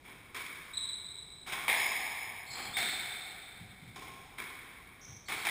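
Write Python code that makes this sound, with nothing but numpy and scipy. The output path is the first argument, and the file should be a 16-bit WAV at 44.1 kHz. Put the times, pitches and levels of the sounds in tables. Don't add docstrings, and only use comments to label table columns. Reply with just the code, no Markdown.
import sys
import numpy as np
from scipy import signal
from scipy.fft import rfft, irfft
from scipy.io import wavfile
from scipy.ndimage import uniform_filter1d

SR = 44100
rng = np.random.default_rng(int(sys.argv[2]) if len(sys.argv) > 2 else 0)


def log_audio(samples):
    frames = np.atleast_2d(samples).T
    limited = np.clip(frames, -1, 1)
    pcm = np.round(limited * 32767).astype(np.int16)
    wavfile.write(sys.argv[1], SR, pcm)


N = 242550
THUD_HZ, THUD_WIDTH_HZ = 314, 395
COURT_WIDTH_M, COURT_LENGTH_M = 6.2, 10.1
SOUND_M_S = 343
SPECTRUM_SIZE = 2 ** 19
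FREQ = np.maximum(np.arange(SPECTRUM_SIZE // 2 + 1) * SR / SPECTRUM_SIZE, 1)
TIME = np.arange(N) / SR


def undb(db):
    return 10 ** (np.asarray(db) / 20)


def curve(points, hz=FREQ):
    point_hz, value = np.transpose(points)
    return np.interp(np.log(hz), np.log(point_hz), value)


def bump(hz, width_hz, db):
    return db / (1 + (2 * (FREQ - hz) / width_hz) ** 2)


def tilt(db_per_octave):
    return db_per_octave * np.log2(np.maximum(FREQ / 2000, 1))


def colour(x, db):
    cepstrum = irfft(np.log(undb(db[::128])))
    half = len(cepstrum) // 2
    cepstrum[1:half] *= 2
    cepstrum[half + 1:] = 0
    response = irfft(np.exp(rfft(cepstrum)))
    return signal.oaconvolve(x, response)[:len(x)]


def add(out, start_s, x):
    i = max(int(start_s * SR), 0)
    out[i:i + len(x)] += x[:N - i]


def ventilation():
    # hz, level_db
    air = [(20, -44), (45, -35), (90, -31.5), (160, -33), (300, -44), (600, -45.5), (1200, -55),
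           (2400, -58.5), (5500, -55.5)]
    return colour(rng.standard_normal(N), curve(air))


def reverb(build_s):
    # hz, t60_s
    court_t60 = [(100, 2.9), (350, 1.96), (900, 2.86), (2200, 2.42), (3800, 2.2), (6000, 1.7)]
    t = TIME[:2 ** 17]
    chance = np.minimum(.1 + (t / .25) ** 2, 1)
    signs = np.sign(rng.standard_normal(len(t)))
    present = rng.random(len(t)) < chance
    echoes = rfft(signs * present / np.sqrt(chance))
    hz = np.maximum(np.arange(len(echoes)) * SR / len(t), 1)
    centres, t60s = np.transpose(court_t60)
    tail = 0
    for share, t60 in zip(np.eye(len(centres)), t60s):
        rate = np.log(1000) / t60
        band = irfft(echoes * np.interp(np.log(hz), np.log(centres), share))
        tail = tail + band * np.exp(-rate * t) * np.sqrt(2 * rate / SR)
    return tail * (1 - np.exp(-t / build_s))


def arrivals(straight_db, across_db, along_db, count=2):
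    near_bounce_s, near_bounce_db = .0065, -7
    flutter_db = -1.5
    paths = [(0, straight_db), (near_bounce_s, straight_db + near_bounce_db)]
    for k in range(count):
        paths.append(((k + 1) * COURT_WIDTH_M / SOUND_M_S, across_db + k * flutter_db))
        paths.append(((k + 1) * 2 * COURT_LENGTH_M / SOUND_M_S, along_db + k * flutter_db))
    return paths


def blow(paths, build_s, surge_db, surge_s=0.029, smear_s=0.0022):
    sound = reverb(build_s)
    sound *= 1 + undb(surge_db) * np.exp(-TIME[:len(sound)] / surge_s)
    t = TIME[:SR // 50]
    for delay_s, db in paths:
        cluster = rng.standard_normal(len(t)) * t * np.exp(-t / smear_s)
        add(sound, delay_s, undb(db) * cluster / np.linalg.norm(cluster))
    return sound


def rackets(echo_cluster_db=-12, echo_tilt_db=-2.0):
    # start_s, level_db, straight_path_db, string_ring_db, body_db, thud_db,
    # treble_tilt_db_per_octave, build_up_s, echo_delay_s, echo_db (against the stroke)
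    strokes = [(0.040, -10.5, -24, 6.5, 0, 2.5, -1.5, 0.006, 0.038, 2.5),
               (1.461, 3.5, -24, 10.5, 5, -5.5, 0.5, 0.016, 0.059, 4),
               (2.535, 1.5, -15, 4.5, 9, 0, -3.5, 0.028, .044, -0.5),
               (3.959, -8, -11, 17, 11, 5, 3.5, 0.0016, .06, 1.5),
               (5.284, 5, -13, 6, 6, -5.5, -0.5, 0.0048, 0.032, .5)]
    # hz, level_db
    stroke_colour = [(60, -5.5), (170, 4), (270, 3), (450, 1), (750, -0.5), (1350, 0), (1800, -1),
                     (2200, -2), (2550, -0.5), (2900, -0.5), (3500, -2.5), (4500, -5.5), (5200, -0.5),
                     (6000, -2)]
    string_hz, string_width_hz = 1068, 58
    body_hz, body_width_hz = 776, 170
    out = np.zeros(N)
    for (start_s, db, straight_db, ring_db, body_db, thud_db,
         tilt_db, build_s, echo_s, echo_db) in strokes:
        shape = curve(stroke_colour) + tilt(tilt_db)
        shape += bump(string_hz, string_width_hz, ring_db)
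        shape += bump(body_hz, body_width_hz, body_db)
        shape += bump(THUD_HZ, THUD_WIDTH_HZ, thud_db)
        paths = arrivals(straight_db, across_db=-15.5, along_db=-16)
        stroke = blow(paths, build_s, surge_db=-1.5)
        add(out, start_s, undb(db) * colour(stroke, shape))
        echo = blow([(0.0026, echo_cluster_db)], build_s=0.0037, surge_db=-3, surge_s=0.02)
        echo = colour(echo, shape + tilt(echo_tilt_db))
        add(out, start_s + echo_s, undb(db + echo_db) * echo)
    return out


def front_wall(thud_loss_per_db=0.68, surge_db=-3.0, surge_loss_per_db=1.8):
    # start_s, level_db, panel_hz, panel_width_hz, panel_db,
    # weak_band_hz, weak_band_db, treble_tilt_db_per_octave
    smacks = [(0.345, 1, 1053, 168, 10, 854, -4.5, 1), (1.679, 17.5, 770, 396, 6, 1417, -21.5, -4.5),
              (2.767, 9.5, 734, 170, 10.5, 1030, -9.5, 0.5), (4.381, -0.5, 1063, 175, 8.5, 850, -3, -1),
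              (5.450, 11, 803, 203, 8.5, 1200, -6, 0)]
    # hz, level_db
    smack_colour = [(60, -17), (180, -4.5), (260, 4.5), (400, 2.5), (750, 0), (1300, 1.5), (1700, 4),
                    (2200, 1), (3300, -1), (5500, -1)]
    out = np.zeros(N)
    paths = arrivals(straight_db=-12.0, across_db=-13, along_db=-15.5)
    for start_s, db, panel_hz, width_hz, panel_db, weak_hz, weak_db, tilt_db in smacks:
        shape = curve(smack_colour) + tilt(tilt_db)
        shape += bump(panel_hz, width_hz, panel_db)
        shape += bump(weak_hz, width_hz=275, db=weak_db)
        shape += bump(THUD_HZ, THUD_WIDTH_HZ, -thud_loss_per_db * db)
        sound = blow(paths, build_s=0.0057, surge_db=surge_db - surge_loss_per_db * db)
        add(out, start_s, undb(db) * colour(sound, shape))
    return out


def slip(length_s, hz, glide, wobble, rasp=0.16):
    n = int(length_s * SR)
    unsteady = uniform_filter1d(rng.standard_normal(SR // 2), size=50)
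    pitch = hz * (1 + glide * np.linspace(-.5, .5, n))
    pitch = pitch * (1 + wobble * unsteady[:n] / unsteady.std())
    note = np.sin(2 * np.pi * np.cumsum(pitch) / SR) * signal.windows.tukey(n, .5)
    grip = uniform_filter1d(rng.standard_normal(SR // 2), size=70)
    return note * (1 + rasp * grip[:n] / grip.std())


def squeaks(straight_db=-6, flutter_db=-9):
    # bite_start_s, pitch_hz, scuff_db, bite_length_s, bite_db, skid_pitch_hz, skid_db
    squeak_events = [(0.769, 3925, -33, 0.014, -20, 3840, -44), (1.801, 5138, -29, 0.073, -35, 5270, -39),
                     (2.501, 4344, -36.5, 0.011, -27, 4900, -36.5),
                     (2.546, 4220, -35, 0.021, -34, 3210, -44.5),
                     (2.772, 3593, -33, 0.023, -28, 4225, -28.5),
                     (5.046, 5796, -36.5, .0094, -24.5, 5950, -52),
                     (5.294, 4450, -39.5, 0.018, -37, 4200, -39)]
    scuff_s, scuff_glide, scuff_wobble = .04, 0.054, 0.026
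    bite_glide, bite_wobble = -0.014, .015
    skid_s, skid_glide, skid_wobble = .065, -0.139, 0.0557
    out = np.zeros(N)
    for bite_start_s, hz, scuff_db, bite_s, bite_db, skid_hz, skid_db in squeak_events:
        stages = [(bite_start_s - scuff_s, scuff_db, slip(scuff_s, hz, scuff_glide, scuff_wobble)),
                  (bite_start_s, bite_db, slip(bite_s, hz, bite_glide, bite_wobble)),
                  (bite_start_s, skid_db, slip(skid_s, skid_hz, skid_glide, skid_wobble))]
        for start_s, db, note in stages:
            path = reverb(build_s=0.0018)
            path[0] += undb(straight_db)
            path[int(2 * 2 * COURT_LENGTH_M / SOUND_M_S * SR)] += undb(flutter_db)
            add(out, start_s, undb(db) * signal.fftconvolve(note, path))
    return out


def footfalls(thud_s=0.069, room_db=-3):
    # start_s, level_db, thump_hz
    steps = [(1.215, 2, 80.5), (2.50, 11, 110), (2.659, 11, 135), (2.777, 12.5, 100), (2.83, 7.5, 181),
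             (3.101, -3, 82), (3.601, 15, 119), (3.699, 5.5, 143), (3.815, 14, 127), (3.875, 14, 123),
             (3.945, 12.5, 74), (5.079, 14.5, 110), (5.3, 9, 84)]
    out = np.zeros(N)
    for start_s, db, hz in steps:
        sound = undb(room_db) * reverb(build_s=0.037)
        shudder = rng.standard_normal(len(sound)) * np.exp(-TIME[:len(sound)] / thud_s)
        sound += shudder * np.sqrt(2 / (thud_s * SR))
        shape = -np.minimum(14 * np.log2(FREQ / hz) ** 2, 35)
        add(out, start_s, undb(db) * colour(sound, shape))
    return out


def scene():
    return (ventilation() + rackets() + front_wall() + squeaks() + footfalls())[None]


def record(dry):
    # hz, level_db
    case = [(40, -7), (150, -10.5), (400, -3), (580, -10), (740, -3), (1400, -1), (1950, -1), (2550, -2),
            (2900, -7.5), (3250, 1.5), (3800, 0), (4400, -10), (5300, -6.5), (6000, -18.5)]
    converter_hz, top_hz = 12000, 15500
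    cavity = bump(hz=2239, width_hz=306, db=13.5)
    boxed = colour(dry[0], curve(case) + cavity)
    padded = np.pad(boxed, (0, N))
    samples = signal.resample(padded, round(len(padded) * converter_hz / SR))
    held = signal.resample(np.repeat(samples, 4), len(padded))[:N]
    low_pass = signal.ellip(12, .2, 80, top_hz, fs=SR, output="sos")
    return signal.sosfilt(low_pass, held)[None]


dry = scene()
out = record(dry)
log_audio(out)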